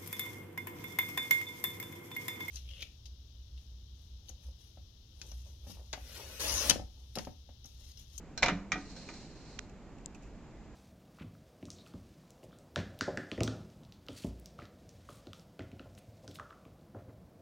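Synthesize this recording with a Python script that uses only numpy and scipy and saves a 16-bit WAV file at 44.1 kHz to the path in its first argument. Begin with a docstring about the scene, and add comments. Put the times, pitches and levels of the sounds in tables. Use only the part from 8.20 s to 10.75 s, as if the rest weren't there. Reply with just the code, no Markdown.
"""A quiet kitchen with a low steady room noise; a close microphone, dull above 8 kHz, hears an espresso machine.
A steel portafilter touches the group head and clunks home with a rattle: noise bursts and decaying modes.
The casing booms in low sine modes; the steel knocks once more as it locks, with faint contacts after it.
Meanwhile a soft hiss of coloured noise swells and fades. A dry click on the right follows, then small
noise ticks, with a second dry click on the left among them; the clicks are very short high-passed sines."""
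import sys
import numpy as np
from scipy import signal
from scipy.fft import rfft, irfft, next_fast_len
from scipy.io import wavfile
from scipy.ndimage import uniform_filter1d

SR = 44100
rng = np.random.default_rng(int(sys.argv[2]) if len(sys.argv) > 2 else 0)


def int16_out(signal):
    """Quantize to a 16-bit WAV file."""
    q = np.round(np.clip(np.atleast_2d(signal).T, -1, 1) * 32767)
    wavfile.write(sys.argv[1], SR, q.astype(np.int16))


N = 112454  # samples

# Steel-on-steel contacts: start_s, level_db, clack_db, knock_db, casing_db, group_head_db,
# portafilter_db, bass_db, treble_db
CONTACTS = [(0.1765, -45.5, -14, 0, -2, -23, 16, 7, 15), (0.2238, -31, -24, 8.5, -4, -9.5, -6, 9.5, 2.5),
            (0.2292, -20.5, 9.5, -0.5, -0.5, -16.5, -5.5, -3, -3.5),
            (0.2332, -29, -4, -16, -7.5, -15, 4.5, -3.5, 4), (0.2601, -27, -8, 2, -4, -4.5, -7, 0, -1.5),
            (0.2835, -22.5, -2, -24, -6, -1.5, -23, -2, -7.5),
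            (0.5191, -28, 5.5, -29, -21, 3.5, -40, -8, -0.5), (0.5252, -40, -3, -20, -12, 9, -7, -14, -21),
            (0.555, -42, -10, 1, -7, 9, -15, 6.5, -22), (0.7635, -59.5, -15.5, 12, -5, -10, 17, 6, 16),
            (0.8885, -48, 6, -18, -5, 6, -7, 4.5, -1.5), (0.939, -58, -23, -10, -13, -6, 8, 0, 11.5)]
# Ringing modes of the group head: pitch_hz, level_db
GROUP_MODES = [(745, -17), (938, -21), (1205, -13), (1250, -14), (1322, -13), (1482, -14), (1572, -18),
               (1778, -16), (1919, -12), (2089, -14), (2377, -11), (2425, -11), (2903, -20), (3500, -21),
               (3848, -19), (6350, -19), (6680, -19)]
# Ringing modes of the casing: pitch_hz, level_db
CASING_MODES = [(537, -11), (611, -13), (701, -11), (790, -18), (921, -12), (1125, -16), (1385, -15),
                (1640, -18), (1984, -14), (2058, -11), (2112, -9), (2151, -12), (2242, -13), (2374, -8),
                (2755, -21), (2902, -16)]
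# Ringing modes of the portafilter: pitch_hz, level_db
PORTAFILTER_MODES = [(1290, -22), (1522, -17), (1610, -19), (2380, -22), (3343, -22), (4148, -10),
                     (4330, -21), (5280, -18), (5515, -17), (7610, -23)]
# Damped modes of the clack: pitch_hz, level_db, t60_s
CLACK_MODES = [(2090, -7, .018), (2345, 0.5, 0.029)]
# Damped panel modes of the knock: pitch_hz, level_db, t60_s
KNOCK_MODES = [(660, -8, 0.027), (697, -5, 0.049), (892, -9.5, 0.055), (1490, -16, 0.051)]
# Colour of the dense short modes of the steelwork: pitch_hz, density_db (per Hz)
CLANG_COLOUR = [(100, -3.5), (400, -6), (700, -0.5), (1050, -2.5), (1400, 0), (2300, -0.5), (3100, -9),
                (3900, -5), (4400, -12), (5500, -6.5), (7200, -10), (8300, -18), (12000, -18),
                (15000, -22.5)]
# Decay of those dense modes: pitch_hz, t60_s
CLANG_DECAY = [(300, 0.21), (1500, 0.061), (3000, 0.15), (7000, 0.062)]
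# Decay of the kitchen's reverberation: pitch_hz, t60_s
ROOM_DECAY = [(200, .5), (1000, 0.56), (2500, 0.36), (7000, 0.42)]
# The machine rocks on its feet: start_s, level_db, favoured_hz
PUSHES = [(0.229, -36.5, 230), (0.272, -27.5, 272), (0.317, -27, 180), (0.524, -33.5, 240),
          (0.552, -36, 303)]
# Low modes of the heavy body: pitch_hz, level_db, t60_s
BODY_MODES = [(178.5, 0, .24), (198, -11, .95), (283, -7, .45), (322, -9, .3), (425, -8, .22), (48, 5, .45),
              (96, -4, .4)]
# Swell of the hiss: time_s, level_db
HISS_SWELL = [(.52, -78.5), (.58, -57.5), (.7, -56.5), (.9, -53.5), (1.1, -60.5), (1.35, -59.5),
              (1.45, -68), (1.6, -96)]
# Spectrum of the hiss: pitch_hz, density_db (per Hz)
HISS_SPECTRUM = [(500, 5.5), (1300, -6), (2500, 0), (3400, -6.5), (3900, 1.5), (4150, 7), (4400, 4),
                 (4750, 0), (5400, 0), (6800, -3.5), (9000, 1.5), (14000, -37)]
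# Dry clicks at the microphone: start_s, level_db, pitch_hz, t60_s, low_edge_hz, left_over_right_db
DRY_CLICKS = [(1.3897, -24, 3220, 0.0022, 1500, -25), (1.3921, -15.5, 1960, .0014, 1150, -30),
              (1.3924, -17.5, 6050, 0.0011, 4570, -30), (1.8599, -19, 7730, 0.0043, 3000, 13)]
# Faint handling ticks: start_s, level_db, t60_s
HANDLING_TICKS = [(1.4962, -53.5, .025), (1.785, -58, .02), (1.947, -51, 0.068), (2.023, -60, 0.26)]
# Spectrum of a tick: pitch_hz, density_db (per Hz)
TICK_COLOUR = [(500, -20), (1800, -15), (2600, 9.5), (3300, -17), (5500, -6), (7000, -1), (14000, -8.5)]
# Spectrum of the kitchen's steady noise: pitch_hz, density_db (per Hz)
KITCHEN_COLOUR = [(20, -5), (48, 4.5), (70, -2.5), (100, -5), (130, -2.5), (190, -2), (290, -4.5),
                  (450, -12), (750, -16), (1300, -23), (2400, -27.5), (3500, -35), (6000, -39), (7400, -34),
                  (14000, -40)]
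# Stereo width: pitch_hz, side_over_mid_db
STEREO_WIDTH = [(30, -13), (70, -11), (170, -19.5), (500, -19), (1500, -13), (2500, -10.5), (4200, 0),
                (7500, -1.5)]
# Microphone response: pitch_hz, gain_db
MICROPHONE_RESPONSE = [(7200, -1), (7800, -7), (8200, -17.5), (10000, -20.5), (15000, -20)]

RING = np.arange(SR * 3 // 4) / SR  # seconds since a sound's start
CLANG_DB, CRACK_DB, CRACK_T60_S = -2.5, 0.5, 0.013
ATTACK_S = 0.00017  # time constant of a contact's onset
BASS_HZ, TREBLE_HZ = 990, 3300  # edges of each contact's tone shelves
RING_T60_S, RING_REFERENCE_HZ = 0.18, 1000  # ring time at the reference pitch
RING_SHORTENS = 0.5  # power by which ring time falls with frequency
SCATTER_DB = 2  # standard deviation of mode levels from ring to ring
THUMP_FALL_DB = 9.5  # per octave away from the favoured pitch
ROOM_DB, KITCHEN_DB = -14, -49.5
LEAN_DB, LEFT_LEAD_S = -1.37, 0.00002  # left over right; how early the left ear is
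TOP_HZ = 15500  # microphone band limit


def amp(db):
    """Decibels to gain."""
    return 10 ** (np.asarray(db) / 20)


def unit(x):
    """Scale to rms 1."""
    return x / np.sqrt(np.mean(x ** 2) + 1e-20)


def along(points, hz):
    """Read (Hz, value) points on a log frequency axis."""
    point_hz, values = np.transpose(points)
    return np.interp(np.log(hz + 1), np.log(point_hz + 1), values)


def fade(t, t60):
    """Exponential decay by 60 dB in t60 seconds."""
    return np.exp(-np.log(1000) * t / np.maximum(t60, 1e-4))


def add(out, start_s, x):
    """Mix x into out from start_s, cutting what runs past the end."""
    part = out[:, round(start_s * SR):][:, :x.shape[-1]]
    part += x[..., :part.shape[1]]


def filtered(x, response):
    """Multiply the spectrum of x by a response of frequency."""
    n = x.shape[-1]
    padded = next_fast_len(n + SR // 4)
    spectrum = rfft(x, padded) * response(np.fft.rfftfreq(padded, 1 / SR))
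    return irfft(spectrum, padded)[..., :n]


def high_pass(x, edge_hz, order):
    """A steep causal low cut."""
    sos = signal.butter(order, edge_hz, "high", fs=SR, output="sos")
    return signal.sosfilt(sos, x)


def shelf(hz, edge_hz, order):
    """A smooth step from 0 below the edge to 1 above it."""
    return 1 - 1 / (1 + (hz / edge_hz) ** order)


def noise(colour, size):
    """Two unrelated coloured noises, together of rms 1."""
    white = rng.standard_normal((2, size))
    return unit(filtered(white, lambda hz: amp(along(colour, hz))))


def dying(x, t60s):
    """Let each frequency of x die at its own speed."""
    hz, t, z = signal.stft(x, SR, nperseg=256)
    decay = fade(t, along(t60s, hz)[:, None])
    return signal.istft(z * decay, SR, nperseg=256)[1][:, :x.shape[1]]


def kitchen():
    """Steady coloured noise of the room, strongest in the bass."""
    return amp(KITCHEN_DB) * noise(KITCHEN_COLOUR, size=N)


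def steel_ring(modes):
    """Struck steel in mid and side: random phases and levels, and shorter decay the higher the mode."""
    hz, db = np.transpose(modes)[:, :, None]
    t60 = RING_T60_S * (hz / RING_REFERENCE_HZ) ** -RING_SHORTENS
    level = amp(db + SCATTER_DB * rng.standard_normal((2, len(modes), 1)))
    phase = rng.uniform(0, 2 * np.pi, level.shape)
    turn, decay = 2 * np.pi * hz * RING, fade(RING, t60)
    sines = (level * np.cos(phase))[..., 0] @ (np.sin(turn) * decay)
    cosines = (level * np.sin(phase))[..., 0] @ (np.cos(turn) * decay)
    return sines + cosines


def damped(modes):
    """Short sine modes that start together at the blow, with alternating sign."""
    total = np.zeros(len(RING))
    for k, (hz, db, t60) in enumerate(modes):
        total += (-1) ** k * amp(db) * np.sin(2 * np.pi * hz * RING) * fade(RING, t60)
    return total


def steelwork():
    """Noise whose bands die at their own speeds, like dense short modes, with a quicker crack."""
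    clang = amp(CLANG_DB) * dying(noise(CLANG_COLOUR, size=len(RING)), CLANG_DECAY)
    crack = amp(CRACK_DB) * noise(CLANG_COLOUR, size=len(RING)) * fade(RING, CRACK_T60_S)
    return clang + crack


def portafilter():
    """Each contact cracks, clacks and knocks, and rings the casing, group head and portafilter."""
    out = np.zeros((2, N))
    onset = 1 - np.exp(-RING / ATTACK_S)
    for (start_s, level_db, clack_db, knock_db, casing_db, group_head_db,
         portafilter_db, bass_db, treble_db) in CONTACTS:
        def tone(hz):
            """This contact's bass and treble balance."""
            bass = bass_db * (1 - shelf(hz, BASS_HZ, order=8))
            return amp(bass + treble_db * shelf(hz, TREBLE_HZ, order=4))

        blow = filtered(steelwork() + amp(group_head_db) * steel_ring(GROUP_MODES), tone)
        blow += amp(casing_db) * steel_ring(CASING_MODES)
        blow += amp(portafilter_db) * steel_ring(PORTAFILTER_MODES)
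        # clack and knock sit in the middle (mid channel only)
        blow[0] += amp(clack_db) * damped(CLACK_MODES) + amp(knock_db) * damped(KNOCK_MODES)
        add(out, start_s, amp(level_db) * blow * onset)
    return out


def room(pair):
    """The short diffuse answer of the kitchen: decaying noise convolved with the mid signal."""
    tail = dying(rng.standard_normal((2, SR // 2)), ROOM_DECAY)
    tail /= np.linalg.norm(tail[0])
    tail = np.pad(tail, ((0, 0), (SR // 150, 0)))  # silence before the tail
    return signal.fftconvolve(pair[:1], tail, axes=1)[:, :N]


def boom(rise_s=0.0047):
    """The heavy body answers each push with its low modes, in the mid channel only."""
    out = np.zeros((2, N))
    hz, mode_db, t60 = np.transpose(BODY_MODES)[:, :, None]
    onset = 1 - np.exp(-RING / rise_s)
    for start_s, level_db, favoured_hz in PUSHES:
        octaves_away = abs(np.log2(hz / favoured_hz))
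        level = amp(mode_db - THUMP_FALL_DB * octaves_away)
        modes = level * np.sin(2 * np.pi * hz * RING) * fade(RING, t60)
        add(out[:1], start_s, amp(level_db) * modes.sum(axis=0) * onset)
    return out


def hiss(flutter_db=1.3):
    """Soft noise with a whistling resonance swells and fades while the handle is tightened."""
    time_s, level_db = np.transpose(HISS_SWELL)
    swell_db = np.interp(np.arange(N) / SR, time_s, level_db, left=-np.inf, right=-np.inf)
    flutter = unit(uniform_filter1d(rng.standard_normal(N), size=1200))
    return amp(swell_db + flutter_db * flutter) * noise(HISS_SPECTRUM, size=N)


def clicks():
    """Very short, thin, dry decaying sines, each close to one side."""
    out = np.zeros((2, N))
    for start_s, level_db, pitch_hz, t60_s, low_edge_hz, pan_db in DRY_CLICKS:
        snap = np.sin(2 * np.pi * pitch_hz * RING) * fade(RING, t60_s)
        snap = high_pass(snap, low_edge_hz, order=6)
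        sides = unit(amp([[pan_db / 2], [-pan_db / 2]]))
        add(out, start_s, amp(level_db) * sides * snap)
    return out


def ticks():
    """Light touches without a ring: decaying coloured noise."""
    out = np.zeros((2, N))
    for start_s, level_db, t60_s in HANDLING_TICKS:
        tick = noise(TICK_COLOUR, size=len(RING)) * fade(RING, t60_s)
        add(out, start_s, amp(level_db) * tick)
    return out


def stereo(pair):
    """Mid and side to left and right: narrow bass, wide treble, the left ear a little early."""
    mid, side = filtered(pair, lambda hz: np.array([np.ones_like(hz), amp(along(STEREO_WIDTH, hz))]))
    ears = np.array([mid + side, mid - side]) * amp([[LEAN_DB / 2], [-LEAN_DB / 2]])
    # half the lead advances the left ear, half delays the right
    direction = np.array([[1], [-1]])
    return filtered(ears, lambda hz: np.exp(1j * np.pi * hz * LEFT_LEAD_S * direction))


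def scene():
    """The machine in the kitchen; only the steel contacts excite the room, and the clicks stay dry."""
    steel = portafilter()
    pair = kitchen() + steel + amp(ROOM_DB) * room(steel) + boom() + hiss() + ticks()
    return stereo(pair) + clicks()


def record(dry):
    """The microphone drops steeply near 8 kHz and keeps nothing above its band limit."""
    return filtered(dry, lambda hz: amp(along(MICROPHONE_RESPONSE, hz)) * (hz < TOP_HZ))


dry = scene()
out = record(dry)
int16_out(out)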